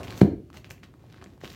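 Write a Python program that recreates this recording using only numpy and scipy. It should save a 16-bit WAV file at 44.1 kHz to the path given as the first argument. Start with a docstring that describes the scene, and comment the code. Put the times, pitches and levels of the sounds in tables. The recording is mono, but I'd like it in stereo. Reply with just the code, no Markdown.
"""In a small carpeted room, hands work with cord on a bundle rolled in a plastic tarp.
The sheet rustles and its creases snap; the taut bundle gives one strong hollow thump and three fainter ones,
and short swishes follow as the cord is gripped and drawn tight. Rustle is shaped noise and clumped grains,
snaps and thumps are damped sines; echoes, a diffuse tail and a steady room tone surround them."""
import sys
import numpy as np
from scipy import signal
from scipy.fft import rfft, irfft
from scipy.io import wavfile

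SR = 44100
rng = np.random.default_rng(int(sys.argv[2]) if len(sys.argv) > 2 else 0)


def file_out(sig):
    """Save sig as 16-bit WAV at sys.argv[1]."""
    # one column per channel
    cols = np.atleast_2d(sig).T
    # limit, then scale
    lim = np.clip(cols, -1, 1)
    pcm = np.round(lim * 32767).astype(np.int16)
    wavfile.write(sys.argv[1], SR, pcm)


N = 68355
T = np.arange(N) / SR  # time in seconds
BUNDLE_PAN_DB, RIGHT_LAG_S = .5, .00003  # left over right, and the later arrival at the right


def from_db(db):
    """Level law: decibels to amplitude gain."""
    return 10 ** (np.asarray(db) / 20)


def rms_one(x):
    """Power normalisation: scale to an rms of 1."""
    return x / np.sqrt(np.mean(x ** 2) + 1e-20)


def at_hz(points, hz):
    """Log-frequency interpolation: read a table evenly per octave."""
    table_hz, values = np.transpose(points)
    return np.interp(np.log(np.maximum(hz, 1)), np.log(table_hz), values)


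def butter(x, hz, kind, order=2):
    """Causal filtering: a Butterworth response, flat in its passband."""
    sos = signal.butter(order, np.clip(hz, 10, .45 * SR), kind, fs=SR, output="sos")
    return signal.sosfilt(sos, x + 1e-18)


def coloured(x, spectrum):
    """Spectral shaping: weight each frequency by a table, then scale to an rms of 1."""
    gain = from_db(at_hz(spectrum, np.fft.rfftfreq(N, 1 / SR)))
    return rms_one(irfft(rfft(x) * gain, N))


def delayed(x, s):
    """Propagation delay: the same sound s seconds later."""
    return np.interp(T - s, T, x, left=0)


def ring(s, hz, t60):
    """Damped resonance: a sine set off at s that falls 60 dB in t60 seconds."""
    age = np.maximum(T - s, 0)
    return np.sin(2 * np.pi * hz * age) * from_db(-60 * np.minimum(age / t60, 4))


def placed(x, pan_db, lag_s):
    """Interchannel level and time difference: direct sound at the two microphones."""
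    left = x * from_db(pan_db / 2)
    right = delayed(x, lag_s) * from_db(-pan_db / 2)
    return np.array([left, right])


# Likeness of the two channels in a diffuse field. Each row: frequency in Hz, likeness from 0 to 1.
LEFT_RIGHT_LIKENESS = [(100, 0.91), (250, 0.83), (500, 0.41), (1200, 0.07), (4000, 0)]


def diffuse_noise():
    """Diffuse-field coherence: white stereo noise, alike in the bass and unrelated in the treble."""
    alike = np.clip(at_hz(LEFT_RIGHT_LIKENESS, np.fft.rfftfreq(N, 1 / SR)), 0, 1)
    shares = np.sqrt([(1 + alike) / 2, (1 - alike) / 2])
    mid, side = rfft(rng.standard_normal((2, N))) * shares
    return irfft([mid + side, mid - side], N)


# Spectrum of the room tone. Each row: frequency in Hz, relative density in dB per Hz.
ROOM_TONE_SPECTRUM = [(20, -46), (40, -9), (65, 1), (120, 2.5), (200, -6), (330, -5), (500, -16),
                      (1000, -28), (3000, -33), (9000, -41.5), (16000, -41.5)]
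ROOM_TONE_DB = -52


def room_tone():
    """Stationary background noise: a steady diffuse noise, strongest in the bass."""
    return from_db(ROOM_TONE_DB) * coloured(diffuse_noise(), ROOM_TONE_SPECTRUM)


CRACKLES_PER_S, CRACKLE_SPREAD_DB = 900, 4.0  # density at full activity; size scale
BUSY_DB, CALM_SHARE = -47, .12  # rustle level of full activity; least share of that density
CLUMP_DB, CLUMP_HZ = 4.0, 140  # depth and highest rate of the clumping
SMOOTH_SHARE = .33  # sliding noise beside the grains


def crackle(level):
    """Random impulse process: tiny buckles in clumps, sparser in gentle moves, over sliding noise."""
    busy = np.clip(level / from_db(BUSY_DB), CALM_SHARE, 1)
    signs = rng.choice([-1, 1], N)
    sizes = from_db(CRACKLE_SPREAD_DB * np.minimum(rng.exponential(1, N), 3)) * signs
    happens = rng.random(N) < busy * CRACKLES_PER_S / SR
    grains = rms_one(sizes * happens / np.sqrt(busy))  # sparse grains are larger, so power holds
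    drift = rms_one(butter(rng.standard_normal(N), CLUMP_HZ, "low"))
    clumps = from_db(CLUMP_DB * np.clip(drift, -2, 2))
    return clumps * (grains + SMOOTH_SHARE * rng.standard_normal(N))


# The sheet is moved. Each row: start in seconds, swell in seconds, length in seconds from the start,
# rustle level in dB, treble hiss level in dB, low flapping level in dB.
SHEET_MOVES = [(-0.02, .005, 0.032, -46, -76, -35.5), (0.029, 0.0045, 0.023, -43, -57, -41.5),
               (0.057, 0.025, 0.14, -47.5, -61, -44), (0.148, 0.023, 0.047, -46.5, -50, -70),
               (0.21, 0.0014, 0.0095, -38.5, -56, -33.5), (0.528, 0.019, 0.049, -49.5, -59.5, -50.5),
               (0.641, .005, 0.029, -57, -71, -55.5), (0.7, 0.0044, 0.0089, -48, -49.5, -45.5),
               (0.827, 0.0038, 0.012, -46.5, -67, -53), (0.989, 0.008, 0.13, -63, -82, -61.5),
               (1.109, 0.015, 0.085, -58, -94, -58.5), (1.209, 0.0026, 0.029, -57.5, -85, -51),
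               (1.264, .005, 0.074, -64.5, -77, -61), (1.397, 0.017, 0.07, -52, -68.5, -57),
               (1.429, 0.0086, 0.025, -42.5, -58, -55), (1.46, 0.0064, 0.10, -50.5, -59.5, -58)]
# Parts of the sheet that crinkle. Each row: left over right in dB, lag of the right side in seconds.
SHEET_PATCHES = [(15, .00009), (3, .00002), (6, -.00001)]
# Spectra of the three layers. Each row: frequency in Hz, relative density in dB per Hz.
RUSTLE_SPECTRUM = [(200, 17), (500, -20), (1000, 1), (2400, 0.5), (4000, -2), (6000, -8.5), (8000, -18),
                   (10000, -33), (16000, -54)]
HISS_SPECTRUM = [(2000, -28), (6000, 16), (8000, 8), (10000, 2), (14000, 11), (16000, 8)]
FLAPPING_SPECTRUM = [(30, -35), (60, -3.5), (100, 4), (200, -12), (340, -4), (550, -11), (1000, -14.5),
                     (3000, -39)]
RELEASE_S = 0.014  # time constant of each fade


def rustle():
    """Sheet radiation: moves raise crackle, hiss and low flapping; returns (mono, stereo, flapping)."""
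    levels, mono, stereo = np.zeros((3, N)), 0, 0
    for start, swell, length, *db in SHEET_MOVES:
        rise = np.clip((T - start) / swell, 0, 1)
        fade = np.exp(-np.maximum(T - start - length, 0) / RELEASE_S)
        levels = np.maximum(levels, from_db(db)[:, None] * rise * fade)
    rustle_level, hiss_level, flapping_level = levels
    for pan_db, lag_s in SHEET_PATCHES:
        body = rustle_level * coloured(crackle(rustle_level), RUSTLE_SPECTRUM)
        hiss = hiss_level * coloured(crackle(rustle_level), HISS_SPECTRUM)
        patch = (body + hiss) / np.sqrt(len(SHEET_PATCHES))
        mono = mono + patch
        stereo = stereo + placed(patch, pan_db, lag_s)
    flapping = flapping_level * coloured(rng.standard_normal(N), FLAPPING_SPECTRUM)
    return mono, stereo, flapping


# Creases snap. Each row: start in seconds, level in dB, pitch in Hz,
# gritty edge in dB relative to the pop, left over right in dB.
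CREASE_SNAPS = [(0.0250, -36, 1170, -35, 10), (0.0326, -24.5, 3230, -4.5, 6.5),
                (0.0482, -36, 3040, -26, -18), (0.0725, -28.5, 2560, -14, 6),
                (0.0816, -24.5, 2970, -36, 10.5), (0.1063, -25, 3870, -3.5, 2), (0.1245, -26, 1600, -14, 1),
                (0.1717, -53, 3500, 3, 6), (0.1761, -37, 1860, 10.5, 0), (0.2147, -14, 1620, -8, 11),
                (0.2162, -20.5, 3400, -10.5, 5.5), (0.2186, -28, 5000, -6, 0),
                (0.5020, -40, 1260, -5.5, 14), (0.53, -40, 3500, -3, 9), (0.5428, -35, 1400, -10, 6),
                (0.5715, -29.5, 2700, -3.5, 6), (0.6450, -27.5, 2600, -11.5, 6.5),
                (0.6935, -43.5, 1320, 0, 0), (0.7084, -24, 2310, -7, -0.5), (0.708, -33.5, 2310, -9, 22.5),
                (0.7801, -45, 2300, -28, 14), (0.8335, -32.5, 2200, -16, 14.5),
                (0.8390, -38.5, 2570, -12, 1), (0.8422, -51, 4160, -1, 27), (0.8885, -54, 1110, -26, 15),
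                (0.9399, -40.5, 1300, -13, 7), (1.0406, -41.5, 720, -40, 11), (1.126, -42, 4200, -5, 15),
                (1.1434, -35.5, 1450, -9.5, 7), (1.1827, -39, 1700, -18, 4), (1.2150, -33.5, 1920, -17, 6),
                (1.2250, -33.5, 1210, -14, 9.5), (1.2417, -32, 6750, -7.5, -16),
                (1.2612, -36, 2120, -19, 6), (1.3778, -42.5, 902, -11, 9), (1.4145, -34.5, 1820, -22, 5),
                (1.4458, -25, 2350, -9, 0), (1.4551, -24.5, 3070, -11, 5), (1.4769, -25.5, 3900, -18, 8),
                (1.5005, -29, 3670, -14, 2), (1.5033, -34.5, 4400, -14, 24.5)]
SNAP_CYCLES = 5.9  # cycles of the pitch in a 60 dB decay
SNAP_EDGE_T60_S, SNAP_EDGE_CUT_HZ = 0.011, 3740


def snaps():
    """Snap-through buckling: a crease pops at its own pitch with a gritty edge; returns (mono, stereo)."""
    mono, stereo = 0, 0
    grit = butter(rng.standard_normal(N), [700, SNAP_EDGE_CUT_HZ], "band", order=1)
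    for s, db, hz, edge_db, pan_db in CREASE_SNAPS:
        decay = np.exp(-np.log(1000) * np.clip((T - s) / SNAP_EDGE_T60_S, 0, 10))
        edge = grit * (T >= s) * decay
        pop = butter(ring(s, hz, SNAP_CYCLES / hz), 2 * hz, "low", order=1)
        snap = from_db(db) * (pop + from_db(edge_db) * edge)
        mono = mono + snap
        stereo = stereo + placed(snap, pan_db, RIGHT_LAG_S)
    return mono, stereo


# The bundle is struck. Each row: start in seconds, level in dB, low cut of the modes in Hz.
BUNDLE_BLOWS = [(0.2154, 0.5, 76), (1.1620, -48, 70), (1.2610, -38, 69.5), (1.4360, -20.5, 422)]
# Modes of the taut sheet over its filling. Each row: frequency in Hz, relative level in dB,
# 60 dB decay time in seconds.
BUNDLE_MODES = [(127, -17, 0.055), (154.4, -16.5, 0.076), (201, -7, 0.09), (315, 0, 0.024),
                (411, -17, 0.029), (595, -10, 0.0075)]
CONTACT_HZ = 747  # a soft contact excites little above this


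def thumps():
    """Modal excitation: soft blows boom like a damped drum; the last, light one misses the deep modes."""
    boom = 0
    for s, db, lowest_hz in BUNDLE_BLOWS:
        modes = sum(from_db(mode_db) * ring(s, hz, t60) for hz, mode_db, t60 in BUNDLE_MODES)
        boom = boom - from_db(db) * butter(modes, lowest_hz, "high", order=3)
    return butter(boom, CONTACT_HZ, "low", order=4)


# Near surfaces return the thump. Each row: delay in seconds, level in dB before the treble cut.
NEAR_ECHOES = [(0.0126, -5), (0.0186, -12.5), (.0320, -12.5), (0.055, -15.5)]
# The far wall returns the middle of the boom. Its one row: delay in seconds, level in dB,
# low band edge in Hz, high band edge in Hz.
FAR_WALL_ECHO = (.1150, -15, 260, 360)
ECHO_CUT_HZ = 413


def reflections(boom):
    """Discrete reflection: dull inverted echoes from near surfaces, a hollow one from the far wall."""
    near = butter(sum(from_db(db) * delayed(boom, s) for s, db in NEAR_ECHOES), ECHO_CUT_HZ, "low")
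    s, db, low_hz, high_hz = FAR_WALL_ECHO
    far = from_db(db) * butter(delayed(boom, s), [low_hz, high_hz], "band")
    return far - near


# How long the room rings. Each row: frequency in Hz, 60 dB decay time in seconds.
ROOM_DECAY = [(60, .5), (200, .5), (330, .41), (600, .33), (1100, .33), (3000, .33), (8000, .28),
              (16000, .21)]
# Strength of the tail. Each row: frequency in Hz, relative level in dB.
ROOM_LEVEL = [(60, -3), (150, -7), (320, 2.5), (550, 0.5), (900, -1), (2000, -0.5), (8000, -2.5),
              (16000, -1)]
ROOM_BUILD_S = 0.0032


def room(x):
    """Reverberation: convolution with a diffuse tail that builds up, then dies away band by band."""
    edges = np.geomspace(40, 18000, 14)  # band edges in Hz
    noise, tail = diffuse_noise(), 0
    build_up = 1 - np.exp(-(T / ROOM_BUILD_S) ** 2)
    for low, high in zip(edges, edges[1:]):
        hz = np.sqrt(low * high)
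        decay = from_db(-60 * T / at_hz(ROOM_DECAY, hz))
        band = butter(noise, [low, high], "band", order=3) * decay * build_up
        width_gain = np.sqrt(2 * (high - low) / SR / N)  # equal energy per Hz
        tail = tail + rms_one(band) * width_gain * from_db(at_hz(ROOM_LEVEL, hz))
    return signal.fftconvolve(x[None], tail, axes=1)[:, :N]


TARP_ROOM_DB, THUMP_ROOM_DB = -2, -2.5  # sent to the room


def scene():
    """Superposition: tarp and bundle close by, a little to the left, with the room around them."""
    crinkle, placed_crinkle, flapping = rustle()
    pops, placed_pops = snaps()
    boom = thumps()
    bundle = placed(boom + reflections(boom) + flapping, BUNDLE_PAN_DB, RIGHT_LAG_S)
    direct = placed_crinkle + placed_pops + bundle
    to_room = from_db(TARP_ROOM_DB) * (crinkle + pops + flapping) + from_db(THUMP_ROOM_DB) * boom
    return direct + room(to_room) + room_tone()


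MIC_LOW_CUT_HZ, CUTOFF_HZ = 51.4, 16000


def record(dry):
    """Band limiting and clipping: deep bass is lost, peaks stop at full scale and the top is cut."""
    lean = butter(dry, MIC_LOW_CUT_HZ, "high", order=4)
    top_cut = signal.ellip(10, .2, 80, CUTOFF_HZ, fs=SR, output="sos")  # .2 dB ripple, 80 dB stopband
    return signal.sosfilt(top_cut, np.clip(lean, -1, 1))


dry = scene()
out = record(dry)
file_out(out)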